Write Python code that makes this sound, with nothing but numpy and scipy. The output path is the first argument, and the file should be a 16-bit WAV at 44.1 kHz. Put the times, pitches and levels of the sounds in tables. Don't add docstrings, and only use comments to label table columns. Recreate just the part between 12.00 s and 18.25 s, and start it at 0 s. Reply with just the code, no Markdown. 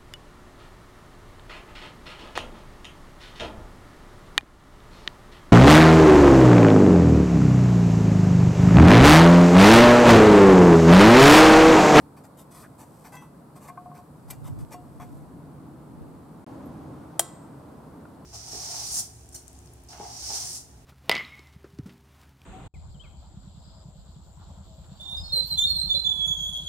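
import sys
import numpy as np
from scipy import signal
from scipy.fft import rfft, irfft, next_fast_len
from scipy.io import wavfile

SR = 44100
rng = np.random.default_rng(int(sys.argv[2]) if len(sys.argv) > 2 else 0)


def generate_wav(signal):
    frames = np.transpose(np.atleast_2d(signal))
    scaled = np.clip(frames, -1, 1) * 32767
    pcm = np.round(scaled).astype(np.int16)
    wavfile.write(sys.argv[1], SR, pcm)


N = 275625
TIME = np.arange(N) / SR

# t/s, rumble level/dB, tyre wash level/dB
TRAFFIC = [(0, -53.5, -56), (2.2, -53, -56.5), (3.25, -47, -54.5), (4.445, -46.5, -53.5),
           (4.465, -42.5, -47.5), (4.9, -40.5, -49.5), (5.1, -47.5, -50), (6.25, -47.5, -53)]
# f/Hz, level/dB
RUMBLE_COLOUR = [(25, -31), (45, -20.5), (75, -5), (98, -8), (125, -2), (148, -1), (200, -4), (270, 0),
                 (320, -2.5), (365, -12.5), (500, -19), (900, -41)]
WASH_COLOUR = [(200, -26), (420, -1.5), (700, -3.5), (1000, -5.5), (1350, -12), (1750, -21.5), (2500, -28),
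               (4500, -32.5), (7000, -35.5)]
DRONE_COLOUR = [(70, -14), (110, -16), (149, 0), (168, -7.5), (200, -12)]
HISS_COLOUR = [(1000, 13), (3000, -14.5), (4400, -4.5), (6000, -14.5), (8000, -1.5), (11500, -3.5),
               (13500, -5.5), (16000, -13)]
WIND_COLOUR = [(22, -22.5), (40, -7), (65, -7), (100, 0.5), (140, 2.5), (200, -13), (300, -16.5),
               (600, -30.5)]
# t/s, f/Hz, level/dB
CHIRP = [(4.652, 11950, -85), (4.660, 11900, -59), (4.668, 11500, -67), (4.674, 11300, -60),
         (4.684, 11200, -85)]
# t/s, level/dB
GUSTS = [(0, -84), (2.15, -72), (2.27, -50), (2.52, -41), (2.8, -57.5), (3.15, -46), (3.3, -59),
         (3.88, -62), (4.02, -45), (4.2, -65), (5.2, -81)]
# t/s, rise/s, fall/s, level/dB, f/Hz
TAPS = [(0.643, 0.0055, 0.016, -50, 1420), (1.224, 0.0013, 0.017, -48.5, 980),
        (4.196, .001, 0.0026, -57, 1170), (6.055, .001, 0.0017, -44.5, 1200)]

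# t/s, level/dB, hardness/Hz
ARM_BRUSHES = [(1.123, -57, 2460), (1.140, -52, 2250), (1.167, -53.5, 9000)]
PULLEY_KNOCKS = [(1.562, -51.5, 1380), (1.6845, -39.5, 2100), (1.6975, -39, 2050), (1.7735, -35.5, 1390),
                 (1.857, -40.5, 1110), (1.913, -39, 1090), (1.985, -47, 1070), (2.742, -36, 840),
                 (2.999, -38.5, 1540)]
# f/Hz, level/dB, t60/s
COVER_MODES = [(1000, 6, .15), (1540, 1, .35), (1985, 1, .35), (2080, 3, .12), (2552, -8, .27),
               (2638, 1, .3), (3300, 2, .23), (5990, -3, .27), (7800, -13, .2)]
PULLEY_MODES = [(624, -42, 0.027), (719, -1.5, 0.31), (845, -9, 0.04), (1048, 7.5, 0.028), (1092, 2, 0.09),
                (1190, -7.5, 0.12), (1540, -9.5, 0.063), (1730, -10, 0.027), (2110, -9, 0.051),
                (2420, -9, 0.083)]
RIM_MODES = [(1980, 0, 0.11), (2350, 0.5, 0.095), (2610, -10, 0.12), (2800, -8, 0.3), (3370, -5.5, 0.19),
             (4520, -7, 0.17), (5560, -2, 0.074), (6270, 2, 0.036), (6650, -3, 0.092), (7840, -9, 0.26),
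             (8600, 2, .04), (11700, 6, 0.049)]
LEVER_MODES = [(350, -47, 0.045), (535, -24, 0.011), (672, -16, 0.031), (827, -17, 0.025),
               (1050, -33, 0.019), (1948, -26, 0.02), (3195, -18, 0.028), (3860, -29, .03),
               (5060, -23.5, .022), (5700, -24, 0.018), (6920, -32, 0.034), (7110, -16, 0.029),
               (7600, -27, .035), (8150, -17, .035), (8700, -28, 0.037), (9260, -14, 0.024),
               (10700, -34.5, .04), (11180, -26, 0.035), (11820, -24, .04), (12480, -28, .03)]
ENGINE_MODES = [(338, -41, .3), (700, -40.5, .3), (1075, -47.5, .5), (1300, -52, .5), (1556, -54, .56),
                (1985, -56, .65), (3230, -52, .4), (3266, -56, .4), (3850, -58, .37), (5006, -60, .5),
                (5658, -47, .23), (5683, -54, .23), (6400, -60.5, .35), (6828, -56, .5), (7160, -53, .45),
                (7330, -52, .55), (8371, -49, .75), (9453, -42.5, .23), (10070, -54, .3),
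                (10850, -48.5, .28), (11880, -52, .24)]
# t/s, level/dB
LEVER_HITS = [(5.1948, -4.5), (5.1936, -3), (5.196, -10.5)]
# f/Hz, level/dB
CRACK_COLOUR = [(200, -14), (400, -4), (580, 2), (850, 1), (1500, -5), (2500, -13), (4300, -10), (5300, -7),
                (6300, -6), (9000, 0), (11500, -1), (13500, -9), (16000, -10)]
SHIMMER_COLOUR = [(400, 4.5), (1500, -3), (2600, -11), (3250, -4.5), (4200, -5.5), (6200, -13), (7200, 3),
                  (8500, 0), (9800, -22), (12000, -16), (14000, -29.5)]

# f/Hz, level/dB
FIBRE_COLOUR = [(600, -14), (2400, -7), (4400, -7), (6200, -3.5), (8200, 0), (9700, -3), (12000, -1.5),
                (13200, -3.5), (14500, -10.5), (16000, -16)]
PRESSURE_COLOUR = [(300, 4), (700, 17.5), (1200, 12), (1900, 3.5), (2350, 6.5), (2800, -12), (3500, 0.5),
                   (4500, -34), (5800, -10), (9000, -25)]
# t/s, length/s, level/dB, pressure on the metal/dB
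PULLS = [(0.163, 0.029, -58.5, 4), (0.231, 0.031, -59, 5), (0.368, 0.056, -55, -1.5),
         (0.506, 0.14, -53.5, 3), (0.779, 0.058, -55.5, 4), (1.040, 0.039, -55, 5),
         (1.116, 0.061, -54.5, 4.5), (1.204, 0.05, -64, 2), (1.551, 0.029, -57.5, 7.5),
         (1.599, 0.097, -57, 4.5), (1.938, 0.059, -60.5, 5.5), (2.276, 0.068, -57, 5),
         (2.439, .052, -56.5, 8), (2.582, 0.043, -59.5, 5.5), (2.704, 0.041, -53, 8.5),
         (3.004, 0.032, -57, 10)]
# t/s, level/dB
GLIDE = [(0, -70), (.12, -92), (.66, -78), (.87, -69.5), (1.04, -65.5), (1.3, -84), (2.1, -81),
         (2.4, -71.5), (2.83, -76), (3.17, -70), (3.35, -86)]
# t/s, zip level/dB, clink level/dB, favoured f/Hz
SEATINGS = [(1.678, -55.5, -65, 2350), (2.3018, -40.5, -55.5, 2400), (2.724, -50, -55, 5620),
            (3.000, -70, -61.5, 3370)]


def from_db(db):
    return 10 ** (np.asarray(db) / 20)


def rms_one(x):
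    return x / np.sqrt(np.mean(x ** 2) + 1e-20)


def colour(x, spectrum):
    hz, db = np.transpose(spectrum)
    size = next_fast_len(N)
    bins = np.maximum(np.fft.rfftfreq(size, 1 / SR), 1)
    gain = from_db(np.interp(np.log(bins), np.log(hz), db))
    roll_off = np.minimum(bins / hz[0], 1) ** 2 * np.minimum(hz[-1] / bins, 1) ** 2
    return rms_one(irfft(rfft(x, size) * gain * roll_off, size)[..., :N])


def stereo_noise(spectrum, side_db):
    mid, side = rng.standard_normal((2, N))
    return colour(mid + from_db(side_db) * side * [[1], [-1]], spectrum)


def wobble(per_s):
    steps = np.arange(4000)
    return np.interp(TIME * per_s, steps, rng.standard_normal(len(steps)))


def swells(rows):
    power = np.zeros(N)
    for t, rise, fall, db in rows:
        near = slice(max(int((t - 5 * rise) * SR), 0), int((t + 5 * fall) * SR))
        lag = TIME[near] - t
        width = np.where(lag < 0, rise, fall)
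        power[near] += from_db(db) ** 2 * np.exp(-(lag / width) ** 2)
    return np.sqrt(power)


def decay(t, t60):
    return (TIME >= t) * from_db(-60 * np.clip((TIME - t) / t60, 0, 4))


def click(t, db):
    return from_db(db) * signal.unit_impulse(N, round(t * SR))


def push(t, db, hardness_hz):
    lowpass = signal.butter(4, hardness_hz, fs=SR, output="sos")
    return signal.sosfilt(lowpass, click(t, db) + 1e-18)


def slips(per_s):
    return rms_one((rng.random(N) < per_s / SR) * rng.standard_normal(N))


def ring(force, modes):
    out = np.zeros(N)
    for k, (hz, db, t60) in enumerate(modes):
        radius, angle = from_db(-60 / (t60 * SR)), 2 * np.pi * hz / SR
        feedback = [1, -2 * radius * np.cos(angle), radius ** 2]
        out += (-1) ** k * from_db(db) * signal.lfilter([0, np.sin(angle)], feedback, force + 1e-18)
    return out


def noise_tails(t60, count):
    lag = np.arange(SR // 8) / SR
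    tails = rng.standard_normal((count, len(lag))) * from_db(-60 * lag / t60)
    return tails / np.sqrt(np.sum(tails ** 2, axis=1, keepdims=True))


def scatter(x, level_db, t60, low_cut_hz):
    highpass = signal.butter(2, low_cut_hz, "high", fs=SR, output="sos")
    echoes = signal.sosfilt(highpass, noise_tails(t60, count=2))
    return x + from_db(level_db) * signal.fftconvolve(x * np.ones((2, 1)), echoes, axes=1)[:, :N]


def place(x, pan_db, lead_s):
    sides = np.array([[.5], [-.5]])
    time_shift = np.exp(2j * np.pi * np.fft.rfftfreq(N, 1 / SR) * lead_s * sides)
    return from_db(pan_db * sides) * irfft(rfft(x) * time_shift, N)


def hiss():
    return from_db(-63.5) * stereo_noise(HISS_COLOUR, side_db=0.8)


def drone():
    return from_db(-53) * stereo_noise(DRONE_COLOUR, side_db=-25)


def traffic():
    t, rumble_db, wash_db = np.transpose(TRAFFIC)
    rumble = from_db(np.interp(TIME, t, rumble_db)) * stereo_noise(RUMBLE_COLOUR, side_db=-14)
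    wash = from_db(np.interp(TIME, t, wash_db)) * stereo_noise(WASH_COLOUR, side_db=-6)
    return rumble + wash


def chirp():
    t, hz, db = np.transpose(CHIRP)
    phase = 2 * np.pi * np.cumsum(np.interp(TIME, t, hz)) / SR
    return np.interp(TIME, t, from_db(db), left=0, right=0) * np.sin(phase)


def wind():
    t, db = np.transpose(GUSTS)
    gusts = from_db(np.interp(TIME, t, db) + 0.7 * wobble(per_s=8))
    buffet = swells([(3, 0.2262, 0.2262, -30)]) * (TIME < 2.65)
    return from_db(3.5) * (gusts + buffet) * stereo_noise(WIND_COLOUR, side_db=7.5)


def taps():
    grains, out = slips(per_s=4800), 0
    for *swell, hz in TAPS:
        band = signal.butter(2, hz * 2 ** np.array([-.25, .25]), "band", fs=SR, output="sos")
        out += swells([swell]) * rms_one(signal.sosfilt(band, grains))
    return out


def muffler():
    force = sum(push(*brush) for brush in ARM_BRUSHES)
    return from_db(-1.5) * ring(force, COVER_MODES)


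def pulley(spread_db=2.7):
    out = 0
    for knock in PULLEY_KNOCKS:
        modes = [(hz, db + spread_db * rng.standard_normal(), t60) for hz, db, t60 in PULLEY_MODES]
        out += ring(push(*knock), modes)
    return from_db(-1.5) * out


def rim(rebound_s=0.0081, rebound_db=1.5, favour_db=8, favour_octaves=0.12):
    hz, db, t60 = np.transpose(RIM_MODES)
    out = 0
    for t, _, clink_db, note_hz in SEATINGS:
        boost_db = favour_db * np.exp(-(np.log2(hz / note_hz) / favour_octaves) ** 2)
        double_hit = click(t, clink_db) + click(t + rebound_s, clink_db + rebound_db)
        out += ring(double_hit, zip(hz, db + boost_db, t60))
    return from_db(-3.5) * out


def lever():
    start = LEVER_HITS[0][0]
    contacts = sum(from_db(db) * decay(t, t60=0.0093) for t, db in LEVER_HITS)
    crack_level = from_db(-14.5) * contacts + from_db(-25.5) * decay(start, t60=0.087)
    crack = crack_level * stereo_noise(CRACK_COLOUR, side_db=-8)
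    shimmer = from_db(-43.5) * decay(start, t60=0.5) * stereo_noise(SHIMMER_COLOUR, side_db=-4.5)
    clack = ring(click(start, db=-1), LEVER_MODES)
    ring_out = ring(click(start, db=0.3), ENGINE_MODES)
    return crack + shimmer + clack + ring_out


def pull(start, length, grip_s=0.0052, arch_db=5.5, release_s=0.013):
    lag = np.clip(TIME - start, 0, 1)
    grip = 1 - np.exp(-lag / grip_s)
    arch = from_db(-arch_db * (2 * np.minimum(lag / length, 1) - 1) ** 2)
    release = np.exp(-np.maximum(lag - length, 0) / release_s)
    return grip * arch * release


def rope(spots=5, zip_rise_s=0.0024, zip_fall_s=0.0094, zip_pressure_db=-13):
    grains = slips(per_s=4100)
    fibres = colour(grains, FIBRE_COLOUR)
    metal = colour(slips(per_s=8200), PRESSURE_COLOUR)
    catching = from_db(wobble(per_s=110))
    moves = [(from_db(db) * pull(t, length), pressure_db) for t, length, db, pressure_db in PULLS]
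    for t, zip_db, _, _ in SEATINGS:
        moves.append((swells([(t + zip_rise_s, zip_rise_s, zip_fall_s, zip_db)]), zip_pressure_db))
    rasps, load = 0, 0
    for k, dense_modes in enumerate(noise_tails(t60=0.028, count=spots)):
        speed = sum(level for level, _ in moves[k::spots])
        pressure = sum(level * from_db(pressure_db) for level, pressure_db in moves[k::spots])
        rasp = catching * (speed * fibres + from_db(-0.5) * pressure * metal)
        rasps += rasp + signal.oaconvolve(rasp, dense_modes)[:N]
        load += pressure
    glide = from_db(np.interp(TIME, *np.transpose(GLIDE))) * fibres
    body = ring(load * grains, PULLEY_MODES)
    return from_db(-4) * rasps + glide + from_db(-40) * body


def scene():
    winding = scatter(rope() + rim() + pulley() + muffler(), level_db=-3, t60=0.026, low_cut_hz=5900)
    snap = scatter(lever(), level_db=-8.5, t60=0.018, low_cut_hz=7000)
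    engine = place(winding, pan_db=1.6, lead_s=8e-6) + place(snap, pan_db=1.4, lead_s=-13e-6)
    return engine + taps() + wind() + traffic() + drone() + hiss() + chirp()


def record(dry):
    gap_start_s, gap_end_s, cutoff_hz = 4.4445, 4.4645, 15800
    gate = (TIME < gap_start_s) | (TIME > gap_end_s)
    lowpass = signal.ellip(10, .1, 80, cutoff_hz, fs=SR, output="sos")
    return signal.sosfilt(lowpass, dry * gate)


dry = scene()
out = record(dry)
generate_wav(out)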